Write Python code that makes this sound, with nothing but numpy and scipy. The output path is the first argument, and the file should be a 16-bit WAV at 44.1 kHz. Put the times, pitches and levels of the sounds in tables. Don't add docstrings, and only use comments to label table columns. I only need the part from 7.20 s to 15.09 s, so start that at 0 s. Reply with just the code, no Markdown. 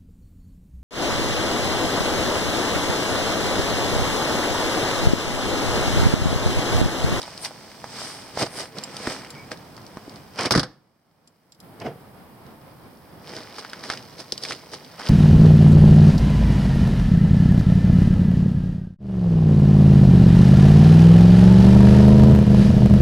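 import sys
import numpy as np
from scipy import signal
from scipy.fft import rfft, irfft
from scipy.io import wavfile
from scipy.ndimage import uniform_filter1d

SR = 44100
rng = np.random.default_rng(int(sys.argv[2]) if len(sys.argv) > 2 else 0)


def generate_wav(signal):
    frames = np.transpose(np.atleast_2d(signal))
    scaled = np.clip(frames, -1, 1) * 32767
    pcm = np.round(scaled).astype(np.int16)
    wavfile.write(sys.argv[1], SR, pcm)


N = 348100
TIME = np.arange(N) / SR

# frequency in Hz, relative level in dB.
SOLE_TONE = [(60, -18.5), (140, 0.5), (330, 1.5), (520, 3), (750, -4.5), (1100, -36)]
GRAVEL_TONE = [(400, -12), (750, 3.5), (1400, 0), (2300, -2), (3200, -6.5), (4500, -41)]
GRIT_TONE = [(1500, -19.5), (3000, 0), (5500, 1.5), (9500, -5.5), (12000, -26), (16000, -23)]
# time in seconds, mid and treble levels in dB.
RUSTLE_BED = [(0, -45, -45), (.35, -52, -52), (.65, -52.5, -52.5), (1.1, -49.5, -53), (1.52, -54, -65),
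              (1.62, -45, -51), (2.15, -49.5, -56), (2.5, -58, -60), (2.95, -54, -57), (3.601, -79.5, -81),
              (5.98, -60, -69), (6.08, -46, -53.5), (6.6, -46.5, -55), (6.9, -51.5, -55.5),
              (7.89, -49.5, -57)]


def boots(track_from_s=5.5, pebble_db=1.5, track_grind_db=-3, loose_db=-42):
    # frequency in Hz, relative level in dB.
    leaf_tone = [(1800, -11.5), (3200, -3), (8500, -2.5), (11000, -18), (16000, -25.5)]
    sole, gravel, crisp = footwork()
    on_track = TIME > track_from_s
    thud = grains(per_s=630, spread_db=3.5, grain_s=0.0012, width_db=-18.5, bed_db=-3)
    grind = grains(per_s=2000, spread_db=4.5, grain_s=0.00044, width_db=-11.5, bed_db=-4)
    leaves = grains(per_s=2400, spread_db=3.5, grain_s=0.00077, width_db=-1.5, bed_db=-0.5)
    grit = grains(per_s=830, spread_db=2.5, grain_s=0.00039, width_db=-4.5, bed_db=-3.5)
    ground = colour(sole * thud, SOLE_TONE)
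    ground += colour(gravel * grind * from_db(track_grind_db * on_track), GRAVEL_TONE)
    shifting = from_db(pebble_db) * gravel ** 2 / (gravel + from_db(loose_db))
    track = colour(on_track * crisp * grit, GRIT_TONE) + on_track * shifting * pebbles()
    return ground + colour(~on_track * crisp * leaves, leaf_tone) + track


def footwork(low_db=-3):
    mid_db, treble_db = in_time(RUSTLE_BED)
    return np.hypot(swells(shuffles() + strides()), from_db([mid_db + low_db, mid_db, treble_db]))


def shuffles(leaf_db=-1, muffling=0.21):
    # peak time, rise and fall in seconds, level and weight in dB.
    drags = [(0.258, 0.018, 0.012, -33, -10), (.81, 0.077, 0.14, -37.5, -7),
             (1.205, 0.023, 0.028, -28.5, -5.5), (1.227, .012, 0.011, -25, 7),
             (1.265, 0.0038, 0.0056, -33.5, 7.5), (1.403, 0.038, 0.031, -33, -1.5),
             (1.586, 0.019, 0.0077, -38.5, 10.5), (1.905, 0.11, 0.067, -35, 0.5),
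             (2.317, 0.0041, 0.012, -36, 7)]
    return [(s, rise, fall, db + weight, db, db + leaf_db - muffling * weight)
            for s, rise, fall, db, weight in drags]


def strides(tread_db=-38.5, heel_lead_s=0.076, heel_db=-3, push_grit_db=2):
    # time the sole rolls flat in seconds, gravel and grit levels in dB.
    steps = [(6.17, -41, -44.5), (6.717, -37.5, -39), (7.306, -38.5, -36), (7.873, -32.5, -40)]
    # peak time in seconds, level in dB, weight on the sole in dB.
    push_offs = [(6.391, -40.5, -4), (7.0, -40, 1.5), (7.538, -38, 4)]
    heel_s, roll_s, push_s = (0.01, 0.027), (0.041, 0.035), (0.011, 0.016)
    heels = [(s - heel_lead_s, *heel_s, tread_db + heel_db, gravel + heel_db, grit + heel_db)
             for s, gravel, grit in steps]
    rolls = [(s, *roll_s, tread_db, gravel, grit) for s, gravel, grit in steps]
    pushes = [(s, *push_s, db + weight, db, db + push_grit_db) for s, db, weight in push_offs]
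    return heels + rolls + pushes


def pebbles(per_s=170, spread_db=5.5, low_hz=1100, high_hz=4800, cycles=6, count=14):
    hits = impacts(per_s, spread_db) * rng.choice([-1, 1], N)
    which = rng.integers(0, count, N)
    pitches = np.geomspace(low_hz, high_hz, count)
    clicks = sum(ring(hits * (which == k), hz, cycles / hz) for k, hz in enumerate(pitches))
    clicks = signal.lfilter(*signal.butter(2, low_hz / 2, "high", fs=SR), clicks)
    return clicks / np.sqrt(uniform_filter1d(clicks ** 2, size=2600) + 1e-4)


def stones(cycles=5.5, settle_s=0.0016, snap_t60=0.015, scatter_db=-19, scatter_t60=0.08):
    # start in seconds, level in dB, pitch in Hz.
    knocks = [(.017, -24.5, 4200), (.079, -21, 840), (.248, -17, 5260), (.309, -27, 600), (.642, -16, 850),
              (1.174, -9, 684), (1.585, -23, 4220), (1.767, -23.5, 5160), (1.872, -10.5, 1500),
              (1.874, -11, 296), (2.048, -26.5, 2000), (2.317, -15.5, 1780), (2.578, -27.5, 1170),
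              (2.77, -26.5, 253), (2.771, -22, 980), (2.879, -26, 300), (6.384, -19.5, 1210),
              (6.449, -22, 1430), (6.533, -18, 1620), (6.638, -19.5, 1690), (6.7007, -6, 1370),
              (6.736, -18.5, 1520), (6.774, -23, 2640), (7.122, -14.5, 4750), (7.126, -20.5, 413),
              (7.178, -23, 4700), (7.236, -20, 5030), (7.251, -16, 2300), (7.309, -14, 1380),
              (7.322, -15, 2360), (7.799, -24.5, 900)]
    out, snaps, t = np.zeros((2, N)), np.zeros((2, N)), TIME[:3000]
    for s, db, hz in knocks + ticks():
        snap_db = -11.5 + 7.5 * np.log2(hz / 1500)
        t60 = cycles / hz + settle_s
        knock = np.sin(2 * np.pi * hz * t) * dying(t, t60)
        knock -= 0.3 * np.sin(2 * np.pi * 2.4 * hz * t) * dying(t, t60 / 2)
        snap, grit = rng.standard_normal((2, 2, len(t)))
        band = signal.butter(2, [hz / 2, min(hz * 1.5, SR / 3)], "band", fs=SR, output="sos")
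        grit = rms_one(signal.sosfilt(band, pair(*grit, -37.5)))
        add(out, s, from_db(db) * (knock + from_db(scatter_db) * grit * dying(t, scatter_t60)))
        add(snaps, s, from_db(db + snap_db) * pair(*snap, -4.5) * dying(t, snap_t60))
    return out + 0.55 * colour(snaps, GRIT_TONE)


def ticks(count=160, per_s=11, above_rustle_db=17, spread_db=5, low_hz=900, high_hz=5500):
    wait, strength, pitch = rng.random((count, 3)).T
    s = np.cumsum(-np.log(1 - wait)) / per_s
    at, _, treble_db = np.transpose(RUSTLE_BED)
    db = np.interp(s, at, treble_db) + above_rustle_db + spread_db * (2 * strength - 1)
    hz = low_hz * (high_hz / low_hz) ** pitch
    return list(np.transpose([s, db, hz])[s < TIME[-1]])


def lid_swing():
    # peak time, rise and fall in seconds, then low, mid and high levels in dB.
    rubs = [(3.19, 0.0042, 0.019, -28, -23.5, -31.5), (3.222, 0.028, 0.023, -30, -29.5, -33),
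            (3.262, 0.018, 0.012, -22.5, -22.5, -28.5)]
    low, mid, high = swells(rubs)
    rub = colour(low * noise(-25.5), SOLE_TONE) + colour(mid * noise(-13), GRAVEL_TONE)
    scrape = grains(per_s=1800, spread_db=9, grain_s=0.0007, width_db=-5, bed_db=-0.5)
    return rub + colour(high * scrape, GRIT_TONE)


def lid_slam(thump_t60=0.045, panel_t60=0.08, latch_t60=0.056, force_db=3, modes_db=-10,
             seal_s=0.0031, crack_db=8, crack_t60=0.006):
    # start in seconds, then thump, panel and latch levels in dB.
    contacts = [(3.3083, -21, -18.5, -21), (3.3209, -24, -25.5, -21), (3.337, -30, -21, -33),
                (3.3505, -12.5, -17.5, -26), (3.359, -8.5, -37.5, -26.5), (3.376, -8, -20, -25.5),
                (3.395, -24.5, -25.5, -24), (3.431, -44, -30.5, -33)]
    # frequency in Hz, relative level in dB, 60 dB decay time in seconds.
    lid_modes = [(117, -4.5, 0.19), (142, -2, 0.22), (314, -7, 0.2), (510, 0.5, 0.18), (714, -4, 0.13),
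                 (1170, -4, 0.13), (1370, -5.5, 0.087), (1560, -15, 0.13), (2000, -13.5, 0.13)]
    # frequency in Hz, relative level in dB.
    thump_tone = [(40, -11), (140, 7.5), (250, 6.5), (400, -6.5), (700, -42.5)]
    panel_tone = [(180, -7.5), (330, 2.5), (650, -2), (850, -5.5), (1300, -0.5), (2200, -9.5),
                  (3500, -33.5)]
    latch_tone = [(1800, -9), (3300, 5), (5200, 4.5), (10500, -7), (13000, -34.5)]
    s, thump_db, panel_db, latch_db = np.transpose(contacts)
    out, t = np.zeros((2, N)), TIME[:SR // 2]
    cushioned = dying(t, thump_t60) * (1 - np.exp(-t / seal_s))
    layers = [(thump_db, cushioned, thump_tone, -20),
              (panel_db, dying(t, panel_t60), panel_tone, -11),
              (latch_db, dying(t, latch_t60), latch_tone, -2)]
    for levels, envelope, tone, width_db in layers:
        power = np.zeros(N)
        for at, db in zip(s, levels):
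            add(power, at, (from_db(db + force_db) * envelope) ** 2)
        shake = colour(noise(width_db), tone)
        shake_power = uniform_filter1d(np.mean(shake ** 2, axis=0), size=500)
        out += shake * np.sqrt(power / (shake_power + 1e-9))
    for at, db in zip(s[:2], latch_db):
        crack = uniform_filter1d(rng.standard_normal((2, len(t))), size=2)
        add(out, at, from_db(db + crack_db) * dying(t, crack_t60) * crack)
    for hz, db, t60 in lid_modes:
        clicks = np.zeros(N)
        strength_db = panel_db + db + modes_db + rng.normal(0, 3.8, len(s))
        clicks[np.round(s * SR).astype(int)] = from_db(strength_db) * rng.choice([-1, 1], len(s))
        out += ring(clicks, hz, t60)
    return out


def trapped_air(at_s=3.348, hz=58, db=-20, t60=0.12):
    return from_db(db) * np.sin(2 * np.pi * hz * (TIME - at_s)) * dying(TIME - at_s, t60)


def central_lock():
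    # peak time, rise and fall in seconds, then boom, whirr and rattle levels in dB.
    clunks = [(4.601, .0006, 0.0023, -60, -53, -40.5), (4.62, 0.0083, 0.0064, -30, -35.5, -52),
              (4.665, 0.02, 0.02, -24, -36, -51), (4.72, .03, .05, -44, -57, -72)]
    # frequency in Hz, relative level in dB.
    door_tone = [(50, -22), (140, 7.5), (330, -3.5), (480, 6.5), (600, -7.5), (720, 1.5), (1300, -31)]
    boom, whirr, rattle = swells(clunks)
    doors = colour(boom * noise(-21), door_tone)
    return doors + colour(whirr * noise(-9), GRAVEL_TONE) + colour(rattle * noise(-5), GRIT_TONE)


def buckle(tick_db=-5, tick_t60=0.042, tilt_pivot_hz=7420):
    # start in seconds, level in dB, tilt in dB per octave.
    touches = [(1.637, -27, 1), (2.104, -34.5, 1), (4.075, -49, -9), (4.321, -43.5, -8), (4.347, -54, -9),
               (4.402, -43.5, 2)]
    # frequency in Hz, relative level in dB, 60 dB decay time in seconds.
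    buckle_modes = [(5220, -24, 0.023), (7420, -5.5, 0.037), (9630, -8.5, 0.027), (11270, -14, 0.027)]
    s, level_db, tilt = np.transpose(touches)
    out, tick_envelope = np.zeros((2, N)), np.zeros(N)
    for hz, db, t60 in buckle_modes:
        clicks = np.zeros((2, N))
        strength_db = level_db + db + tilt * np.log2(hz / tilt_pivot_hz)
        clicks[:, np.round(s * SR).astype(int)] = from_db(strength_db + rng.normal(0, 9.3, (len(s), 2)).T)
        out += ring(clicks, hz, t60)
    for at, db in zip(s, level_db):
        add(tick_envelope, at, from_db(db + tick_db) * dying(TIME[:SR // 10], tick_t60))
    return out + colour(tick_envelope * noise(1), GRIT_TONE)


def trousers():
    # peak time, rise and fall in seconds, level in dB.
    brushes = [(.23, .018, .025, -36), (.89, 0.091, 0.11, -45.5), (1.38, 0.061, 0.044, -40)]
    # frequency in Hz, relative level in dB.
    cloth_tone = [(6500, -13), (9000, 4), (15000, -24)]
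    swish, = swells(brushes)
    return colour(swish * noise(1.5), cloth_tone)


def whistle(waver=0.023):
    # time in seconds, pitch in Hz, level in dB.
    contour = [(2.13, 2240, -73), (2.16, 2270, -45), (2.21, 2250, -45), (2.25, 2300, -63)]
    hz, db = in_time(contour)
    wobble = rms_one(uniform_filter1d(rng.standard_normal(N), size=200))
    sounding = (TIME > contour[0][0]) & (TIME < contour[-1][0])
    return from_db(db) * sounding * np.sin(2 * np.pi * np.cumsum(hz * (1 + waver * wobble)) / SR)


def surroundings(dry, near_db=-13, near_t60=0.068, far_db=-25, far_t60=0.35, far_cut_hz=3500):
    t = TIME[:SR // 2]
    near, far = rng.standard_normal((2, 2, len(t)))
    side = np.diff(near[1], prepend=0)
    near = pair(near[0], side, -0.5) * dying(t - 0.003, near_t60)
    far = signal.lfilter(*signal.butter(1, far_cut_hz, fs=SR), pair(*far, -20)) * dying(t - 0.02, far_t60)
    echo = (from_db(near_db) * rms_one(near) + from_db(far_db) * rms_one(far)) / np.sqrt(len(t))
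    return dry + signal.oaconvolve(dry, echo, axes=1)[:, :N]


def background(wide_above_hz=1500, waver_db=1.3):
    # time in seconds, rush and hiss levels in dB.
    bed_levels = [(0, -48.5, -60), (3.1, -45.5, -60), (3.4, -50, -65), (3.55, -59.5, -77),
                  (3.7, -65.5, -81), (4.38, -60, -71.5), (4.44, -46, -59), (5.2, -46.5, -60),
                  (7.89, -50.5, -58.5)]
    # frequency in Hz, relative level in dB.
    rush_tone = [(25, -10), (60, -8.5), (140, 3), (260, -0.5), (400, -5.5), (900, -7.5), (1500, -16),
                 (3000, -25.5), (6000, -39.5), (12000, -37)]
    hiss_tone = [(500, -10), (3000, -5.5), (5000, -9), (6800, -6.5), (8700, 3), (11000, 3), (16000, 5.5)]
    rush_db, hiss_db = in_time(bed_levels)
    mid, side = rng.standard_normal((2, N))
    side = 0.3 * side + 0.72 * signal.lfilter(*signal.butter(1, wide_above_hz, "high", fs=SR), side)
    rush = rms_one(colour(pair(mid, side, 0), rush_tone))
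    waver = rms_one(uniform_filter1d(uniform_filter1d(rng.standard_normal(N), size=4000), size=4000))
    return from_db(rush_db + waver_db * waver) * rush, from_db(hiss_db) * colour(noise(0), hiss_tone)


def ports(sound):
    # frequency in Hz, Q, left and right gains in dB.
    resonances = [(2656, 14, -4.5, -5), (5053, 2.87, 8.5, 9.5), (6870, 3.66, -6.5, -7), (8550, 9, 5, -9.5)]
    out = sound.copy()
    for hz, q, *sides_db in resonances:
        w = 2 * np.pi * hz / SR
        alpha = np.sin(w) / (2 * q)
        for side, db in enumerate(sides_db):
            g = from_db(db / 2)
            out[side] = signal.lfilter([1 + alpha * g, -2 * np.cos(w), 1 - alpha * g],
                                       [1 + alpha / g, -2 * np.cos(w), 1 - alpha / g], out[side])
    return out


def impacts(per_s, spread_db):
    return from_db(spread_db * np.minimum(rng.exponential(1, N), 4)) * (rng.random(N) < per_s / SR)


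def grains(per_s, spread_db, grain_s, width_db, bed_db):
    power = signal.lfilter([1], [1, -np.exp(-2 / (grain_s * SR))], impacts(per_s, spread_db) ** 2 + 1e-12)
    power /= uniform_filter1d(power, size=1300) + 1e-9
    bed = from_db(bed_db) ** 2
    return np.sqrt((np.abs(power) + bed) / (1 + bed)) * noise(width_db)


def swells(rows, roundness=0.08):
    t, rows = TIME[::20], np.array(rows)
    since = t - rows[:, :1]
    away = np.where(since < 0, -since / rows[:, 1:2], since / rows[:, 2:3])
    power = np.exp(roundness - 2 * np.hypot(away, roundness))
    return [np.interp(TIME, t, np.sqrt(band)) for band in from_db(rows[:, 3:].T) ** 2 @ power]


def colour(x, tone, skirt_db=9, size=4096):
    hz, db = np.transpose(tone)
    octave, points = np.log2(np.arange(size // 2 + 1) * SR / size + 5), np.log2(hz)
    beyond = np.abs(octave - np.clip(octave, points[0], points[-1]))
    gain = rms_one(from_db(np.interp(octave, points, db) - skirt_db * beyond))
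    cepstrum = irfft(np.log(gain))
    cepstrum[1:size // 2] *= 2
    cepstrum[size // 2 + 1:] = 0
    return signal.oaconvolve(x, irfft(np.exp(rfft(cepstrum)))[None], axes=1)[:, :N]


def ring(clicks, hz, t60):
    r, w = from_db(-60 / (t60 * SR)), 2 * np.pi * hz / SR
    return signal.lfilter([0, np.sin(w)], [1, -2 * r * np.cos(w), r * r], clicks + 1e-18)


def pair(mid, side, width_db):
    width = from_db(width_db)
    return (mid + width * side * np.array([[1], [-1]])) / np.sqrt(1 + width ** 2)


def noise(width_db):
    return pair(*rng.standard_normal((2, N)), width_db)


def dying(t, t60):
    return np.exp(-np.log(1000) * np.maximum(t, 0) / t60) * (t >= 0)


def add(out, s, sound):
    start = round(s * SR)
    out[..., start:start + sound.shape[-1]] += sound[..., :N - start]


def in_time(rows):
    s, *columns = np.transpose(rows)
    return [np.interp(TIME, s, column) for column in columns]


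def from_db(db):
    return 10 ** (np.asarray(db) / 20)


def rms_one(x):
    return x / np.sqrt(np.mean(x ** 2) + 1e-20)


def scene():
    feet = boots() + stones()
    feet[1] = np.roll(feet[1], 1)
    car = lid_swing() + lid_slam() + trapped_air() + central_lock()
    sources = surroundings(feet + trousers() + car + buckle() + whistle())
    rush, hiss = background()
    balance = from_db([[-0.9], [0.3]])
    return ports((sources + rush) * balance) + hiss


def record(dry, low_cut_hz=45, high_cut_hz=15900):
    thinned = signal.sosfilt(signal.butter(2, low_cut_hz, "high", fs=SR, output="sos"), dry)
    return signal.sosfilt(signal.ellip(12, 0.1, 80, high_cut_hz, fs=SR, output="sos"), np.tanh(thinned))


dry = scene()
out = record(dry)
generate_wav(out)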